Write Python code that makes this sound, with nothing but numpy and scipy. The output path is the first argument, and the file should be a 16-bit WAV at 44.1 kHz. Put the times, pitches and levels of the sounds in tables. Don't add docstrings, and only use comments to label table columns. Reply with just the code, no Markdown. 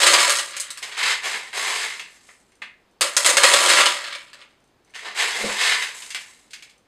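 import sys
import numpy as np
from scipy import signal
from scipy.fft import rfft, irfft
from scipy.io import wavfile

SR = 44100
rng = np.random.default_rng(int(sys.argv[2]) if len(sys.argv) > 2 else 0)


def waveform_to_disk(signal):
    frames = np.transpose(np.atleast_2d(signal))
    scaled = np.clip(frames, -1, 1) * 32767
    samples = np.round(scaled).astype(np.int16)
    wavfile.write(sys.argv[1], SR, samples)


N = 302967

# (start [s], swell [s], fade onset [s], level [dB], fade [dB/s], weight [dB], hardness [dB])
TANK_POURS = [(0, 0.0016, 0.18, -14.5, 80.5, -11, -1.5), (0.3, 0.027, 0.018, -23, 115, -14, 5.5),
              (0.51, 0.014, 0.091, -34, 83, -29, -25), (3.01, 0.0078, 0.014, -23, 133, -7.5, 1),
              (3.17, .02, 0.016, -28.5, 118, -6.5, 5.5), (3.25, 0.008, 0.056, -24, 58, -3, 2),
              (3.38, .08, 0.3, -16, 70.5, -8, 0), (3.68, 0.016, 0.12, -14.5, 91, -13.5, -7),
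              (4.03, .03, 0.028, -28, 116, -27, -40), (4.335, 0.013, 0.027, -46, 110, -11, -11)]
# (time [s], level [dB], hardness [dB])
TANK_LANDINGS = [(0.0652, -9.5, -1), (0.1362, -8, -3.5), (0.183, -11, -12.5), (0.2955, -11, 1.5),
                 (0.386, -16.5, -1), (0.5668, -25.5, 4), (0.5996, -36.5, 21.5), (0.7042, -30, 6.5),
                 (0.7734, -30.5, 1.5), (3.0097, -10.5, 2), (3.1665, -11.5, 7), (3.2465, -12, -0.5),
                 (3.2617, -8.5, 3.5), (3.2921, -12, 3), (3.3694, -6.5, 0), (3.4348, -2, -4.5),
                 (3.537, -6, -3.5), (3.701, -10, -4), (3.806, -10.5, -7), (3.8576, -8, -5),
                 (4.0405, -23.5, -15), (4.1252, -23, -16), (4.15, -24, -12), (4.3316, -34.5, -8),
                 (4.4149, -37.5, -20)]
# (frequency [Hz], level [dB])
TANK_SPECTRUM = [(88, -59.5), (150, -41.5), (359, -10), (419, -9.5), (561, -3.5), (826, -5.5), (1170, -2.5),
                 (1540, -4.5), (4640, -4.5), (5740, -4.5), (8460, -2.5), (15400, -32.5)]
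# (frequency [Hz], bandwidth [Hz], gain [dB])
TANK_PANEL_MODES = [(361, 18, 3), (535, 35, 0), (573, 18, 10), (987, 20, 6), (1042, 20, 5), (1134, 20, 3),
                    (1191, 28, 6), (1372, 16, 1), (1643, 25, -2), (1932, 40, -5), (2208, 30, -5),
                    (3222, 25, -5), (4161, 40, -5), (4560, 32, -5)]
# (frequency [Hz], bandwidth [Hz], gain [dB])
COUNTER_BOOM = [(209, 10, 12)]
# (frequency [Hz], T60 [s])
ROOM_DECAY = [(150, 0.21), (500, 0.21), (2000, 0.36), (4000, 0.26), (9000, 0.22), (15000, .22)]
# (frequency [Hz], level [dB])
AIR_SPECTRUM = [(25, -10), (90, -4.5), (250, -1.5), (450, -3), (1000, -8), (2500, -14.5), (5000, -18.5),
                (9000, -27.5), (15000, -35)]
# (start [s], swell [s], fade onset [s], level [dB], fade [dB/s], weight [dB], hardness [dB])
BOWL_SCOOPS = [(0.81, 0.021, 0.022, -36, 113, -6.5, -2), (0.9, 0.026, 0.037, -34.5, 108, -14.5, -11),
               (0.965, 0.023, 0.15, -21.5, 214, -15, -7.5), (1.218, 0.035, 0.08, -25, 109, -8.5, -4),
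               (1.52, 0.064, .15, -25.5, 73, -8, -2.5), (1.68, 0.028, 0.16, -29.5, 98, -13, -3),
               (2.06, 0.026, .18, -65, 52.5, -7.5, 11.5), (4.85, .03, .04, -63, 70, -6, -14),
               (4.935, 0.023, 0.022, -34.5, 131, -17, -8), (5.015, 0.056, 0.045, -29, 192, -6, -12),
               (5.143, 0.065, 0.061, -20, 76.5, -11, -5.5), (5.34, 0.017, 0.31, -30, 66, -5.5, -2),
               (5.56, 0.055, 0.15, -18.5, 123, -20, -7.5), (5.79, 0.02, 0.039, -31.5, 150, -11.5, -0.5),
               (5.94, 0.0095, 0.024, -44.5, 72, -7.5, 9), (6.17, .02, 0.012, -48, 68, -9, 5.5)]
# (frequency [Hz], level [dB])
SCOOP_SPECTRUM = [(88, -91), (150, -46), (453, -0.5), (499, -8.5), (1020, 0), (1290, -7), (2140, -8),
                  (5110, -7.5), (5740, -8), (7830, -6), (11800, -21), (15400, -44.5)]
# (time [s], level [dB], hardness [dB])
BOWL_KNOCKS = [(0.827, -24.5, 3), (1.0299, -17, -1), (1.2343, -25, -16), (1.3407, -19.5, -16),
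               (1.5294, -25, -17), (1.829, -21.5, -1), (1.9021, -26, -3.5), (1.9954, -25, -2),
               (2.2673, -70, 22), (2.2886, -40, -38), (2.5204, -56, -1), (2.6186, -23.5, -14.5),
               (4.9376, -40, -9), (4.9467, -34.5, 0), (5.4934, -21, -13), (5.72, -12.5, -8),
               (5.8227, -17, -3), (6.0217, -33.5, 4.5), (6.104, -31.5, 8.5), (6.1468, -20, 1),
               (6.5075, -55, 18), (6.5331, -33, 6.5), (6.624, -39.5, 7), (6.696, -55, 13.5)]
# (frequency [Hz], level [dB])
KNOCK_SPECTRUM = [(150, -31), (400, -15), (1350, -4.5), (1600, -3), (2200, -3.5), (2500, 0.5),
                  (5000, -15.5), (8500, -23.5), (15000, -49)]
# (frequency [Hz], bandwidth [Hz], gain [dB])
BOWL_WALL_MODES = [(1000, 30, -3), (1800, 170, -3), (2060, 180, 0), (2230, 60, -5)]
# (time [s], level [dB], T60 [s])
HAND_BUMPS = [(5.404, -43, 0.18), (5.437, -25, 0.11), (5.476, -36, 0.22)]
# (frequency [Hz], level [dB])
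BUMP_SPECTRUM = [(25, -6), (55, -9), (90, -17), (150, -11), (210, -3), (300, -6), (430, -2), (520, 4),
                 (700, -12), (4000, -70)]
# (frequency [Hz], bandwidth [Hz], depth [0-1])
HOUSING_NOTCHES = [(5730, 400, .78), (6900, 150, .72)]

TIME = np.arange(N) / SR


def amp(db):
    return 10 ** (np.asarray(db) / 20)


def unit(x):
    return x / np.sqrt(np.mean(x ** 2) + 1e-20)


def value_at(points, hz):
    frequencies, values = np.transpose(points)
    return np.interp(np.log(hz + 1), np.log(frequencies + 1), values)


def add(mix, start_s, sound):
    part = mix[max(round(start_s * SR), 0):][:len(sound)]
    part += sound[:len(part)]


def colour(x, spectrum, size=2048):
    hz = abs(np.fft.fftfreq(size, 1 / SR))
    log_gain = np.log(amp(np.maximum(value_at(spectrum, hz), -100)))
    taps = np.fft.ifft(np.exp(np.conj(signal.hilbert(log_gain)))).real
    return signal.oaconvolve(x, taps[:size // 2])[:len(x)]


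def resonate(x, hz, width):
    return signal.lfilter(*signal.iirpeak(hz, hz / width, fs=SR), x)


def bands(x, low_hz=1200, top_hz=5000):
    cuts = [(low_hz, "low"), ((low_hz, top_hz), "band"), (top_hz, "high")]
    filters = [signal.butter(2, hz, kind, fs=SR, output="sos") for hz, kind in cuts]
    return [unit(signal.sosfiltfilt(sos, x, padtype=None)) for sos in filters]


def balance(x, level_db, weight_db, hardness_db):
    low, middle, top = bands(x)
    return amp(level_db) * (amp(weight_db) * low + middle + amp(hardness_db) * top)


def clack(t60, ping_db, size=4096):
    t = np.arange(size) / SR
    walls = unit(rng.standard_normal(size) * amp(-60 * t / t60))
    ping_hz = 1600 * 6.2 ** rng.random((3, 1))
    pings = unit(np.sin(2 * np.pi * ping_hz * t).sum(0) * amp(-60 * t / 0.027))
    return unit(walls + amp(ping_db) * pings)


def flow_db(swell_s, fade_onset_s, level_db, fade_db_per_s, range_db=45, clump_s=0.02):
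    t = np.arange(1, (fade_onset_s + range_db / fade_db_per_s) * SR) / SR
    clumps_db = rng.standard_normal(400)
    waver_db = np.interp(t, clump_s * np.arange(len(clumps_db)), clumps_db)
    swell_db = 20 * np.log10(np.minimum(t / swell_s, 1))
    fade_db = fade_db_per_s * np.maximum(t - fade_onset_s, 0)
    return level_db + swell_db - fade_db + waver_db


def gravel_stream(runs, spectrum, peak_per_s, spread_db, t60, ping_db):
    out = np.zeros(N)
    strongest_db = max(run[3] for run in runs)
    stones = [clack(t60, ping_db) for _ in range(60)]
    for start_s, swell_s, fade_onset_s, level_db, fade_db_per_s, weight_db, hardness_db in runs:
        envelope_db = flow_db(swell_s, fade_onset_s, level_db, fade_db_per_s)[:N]
        rate = peak_per_s * amp(0.28 * (envelope_db - strongest_db))
        chance, size, kind = rng.random((3, N))[:, :len(rate)]
        rattle = np.zeros(len(rate))
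        for i in np.flatnonzero(chance < rate / SR):
            size_db = spread_db * min(-np.log(size[i]), 3)
            strength = amp(size_db) / np.sqrt(rate[i])
            add(rattle, i / SR, strength * stones[int(kind[i] * len(stones))])
        add(out, start_s, balance(colour(rattle, spectrum), envelope_db, weight_db, hardness_db))
    return out


def single_stones(impacts, spectrum, t60, ping_db, restitution, weight):
    out = np.zeros(N)
    for start_s, level_db, hardness_db in impacts:
        stone = clack(t60, ping_db)
        rebounds_s = np.cumsum(rng.uniform(.002, .007, 3))
        for k, delay_s in enumerate(rebounds_s, 1):
            add(stone, delay_s, restitution ** k * clack(t60, ping_db))
        weight_db = weight(level_db, hardness_db)
        add(out, start_s, balance(colour(stone, spectrum), level_db, weight_db, hardness_db))
    return out


def ring(x, modes):
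    return x + sum(amp(db) * resonate(x, hz, width) for hz, width, db in modes)


def room_response(size=24000, echoes_per_s=4000, build_s=0.0064):
    taps = rng.choice([-1., 1.], size) * (rng.random(size) < echoes_per_s / SR)
    taps *= np.clip(np.arange(size) / SR / build_s, 0, 1) ** 2
    hz, t, spectra = signal.stft(taps, SR, nperseg=256)
    decay = amp(-60 * t / value_at(ROOM_DECAY, hz)[:, None])
    echoes = signal.istft(spectra * decay, SR, nperseg=256)[1]
    return echoes / np.linalg.norm(echoes)


def room(x, wet_db, spots=4, crossfade_hz=47):
    phase = 2 * np.pi * crossfade_hz * TIME
    shares = [np.maximum(np.cos(phase + 2 * np.pi * k / spots), 0) for k in range(spots)]
    echoes = sum(signal.oaconvolve(x * share, room_response())[:N] for share in shares)
    return x + amp(wet_db) * echoes


def tank():
    landings = single_stones(TANK_LANDINGS, TANK_SPECTRUM, t60=0.036, ping_db=-8.5, restitution=0.78,
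                             weight=lambda level_db, hardness_db: -9.5 + 0.44 * level_db)
    pours = gravel_stream(TANK_POURS, TANK_SPECTRUM, peak_per_s=720, spread_db=2.5, t60=0.027, ping_db=-7)
    gravel = amp(-17) * landings + amp(-5.5) * pours
    return ring(room(gravel, wet_db=-5), TANK_PANEL_MODES)


def room_air(hum_hz=49):
    gain = amp(value_at(AIR_SPECTRUM, np.fft.rfftfreq(N, 1 / SR)))
    air = irfft(rfft(rng.standard_normal(N)) * gain, N)
    hum = np.sin(2 * np.pi * hum_hz * TIME)
    return amp(-63) * unit(air) + amp(-79.5) * unit(hum)


def settling_grains(per_s=8):
    shifts = (rng.random(N) < per_s / SR) * rng.random(N)
    ticks = signal.oaconvolve(shifts, clack(t60=0.04, ping_db=0))[:N]
    return bands(colour(ticks, TANK_SPECTRUM))[-1]


def bowl():
    knocks = single_stones(BOWL_KNOCKS, KNOCK_SPECTRUM, t60=0.091, ping_db=-17, restitution=0.37,
                           weight=lambda level_db, hardness_db: -15.5 - 0.29 * hardness_db)
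    scoops = gravel_stream(BOWL_SCOOPS, SCOOP_SPECTRUM, peak_per_s=1100, spread_db=2.2,
                           t60=0.044, ping_db=-10)
    contacts = amp(-20) * knocks + amp(-5) * scoops + hand_bumps() + amp(-77.5) * settling_grains()
    return ring(room(contacts, wet_db=-3), BOWL_WALL_MODES)


def hand_bumps():
    out = np.zeros(N)
    t = np.arange(SR // 2) / SR
    for start_s, level_db, t60 in HAND_BUMPS:
        thud = unit(colour(rng.standard_normal(len(t)), BUMP_SPECTRUM))
        add(out, start_s, amp(level_db - 60 * t / t60) * thud)
    return out


def scene():
    return (ring(tank() + bowl(), COUNTER_BOOM) + room_air())[None]


def record(dry, ceiling=0.9, cutoff_hz=15550):
    x = dry[0]
    for hz, width, depth in HOUSING_NOTCHES:
        x = x - depth * resonate(x, hz, width)
    x = np.clip(x, -ceiling, ceiling)
    low_pass = signal.firwin(511, cutoff_hz, window=("kaiser", 9), fs=SR)
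    return signal.oaconvolve(x, low_pass, "same")[None]


dry = scene()
out = record(dry)
waveform_to_disk(out)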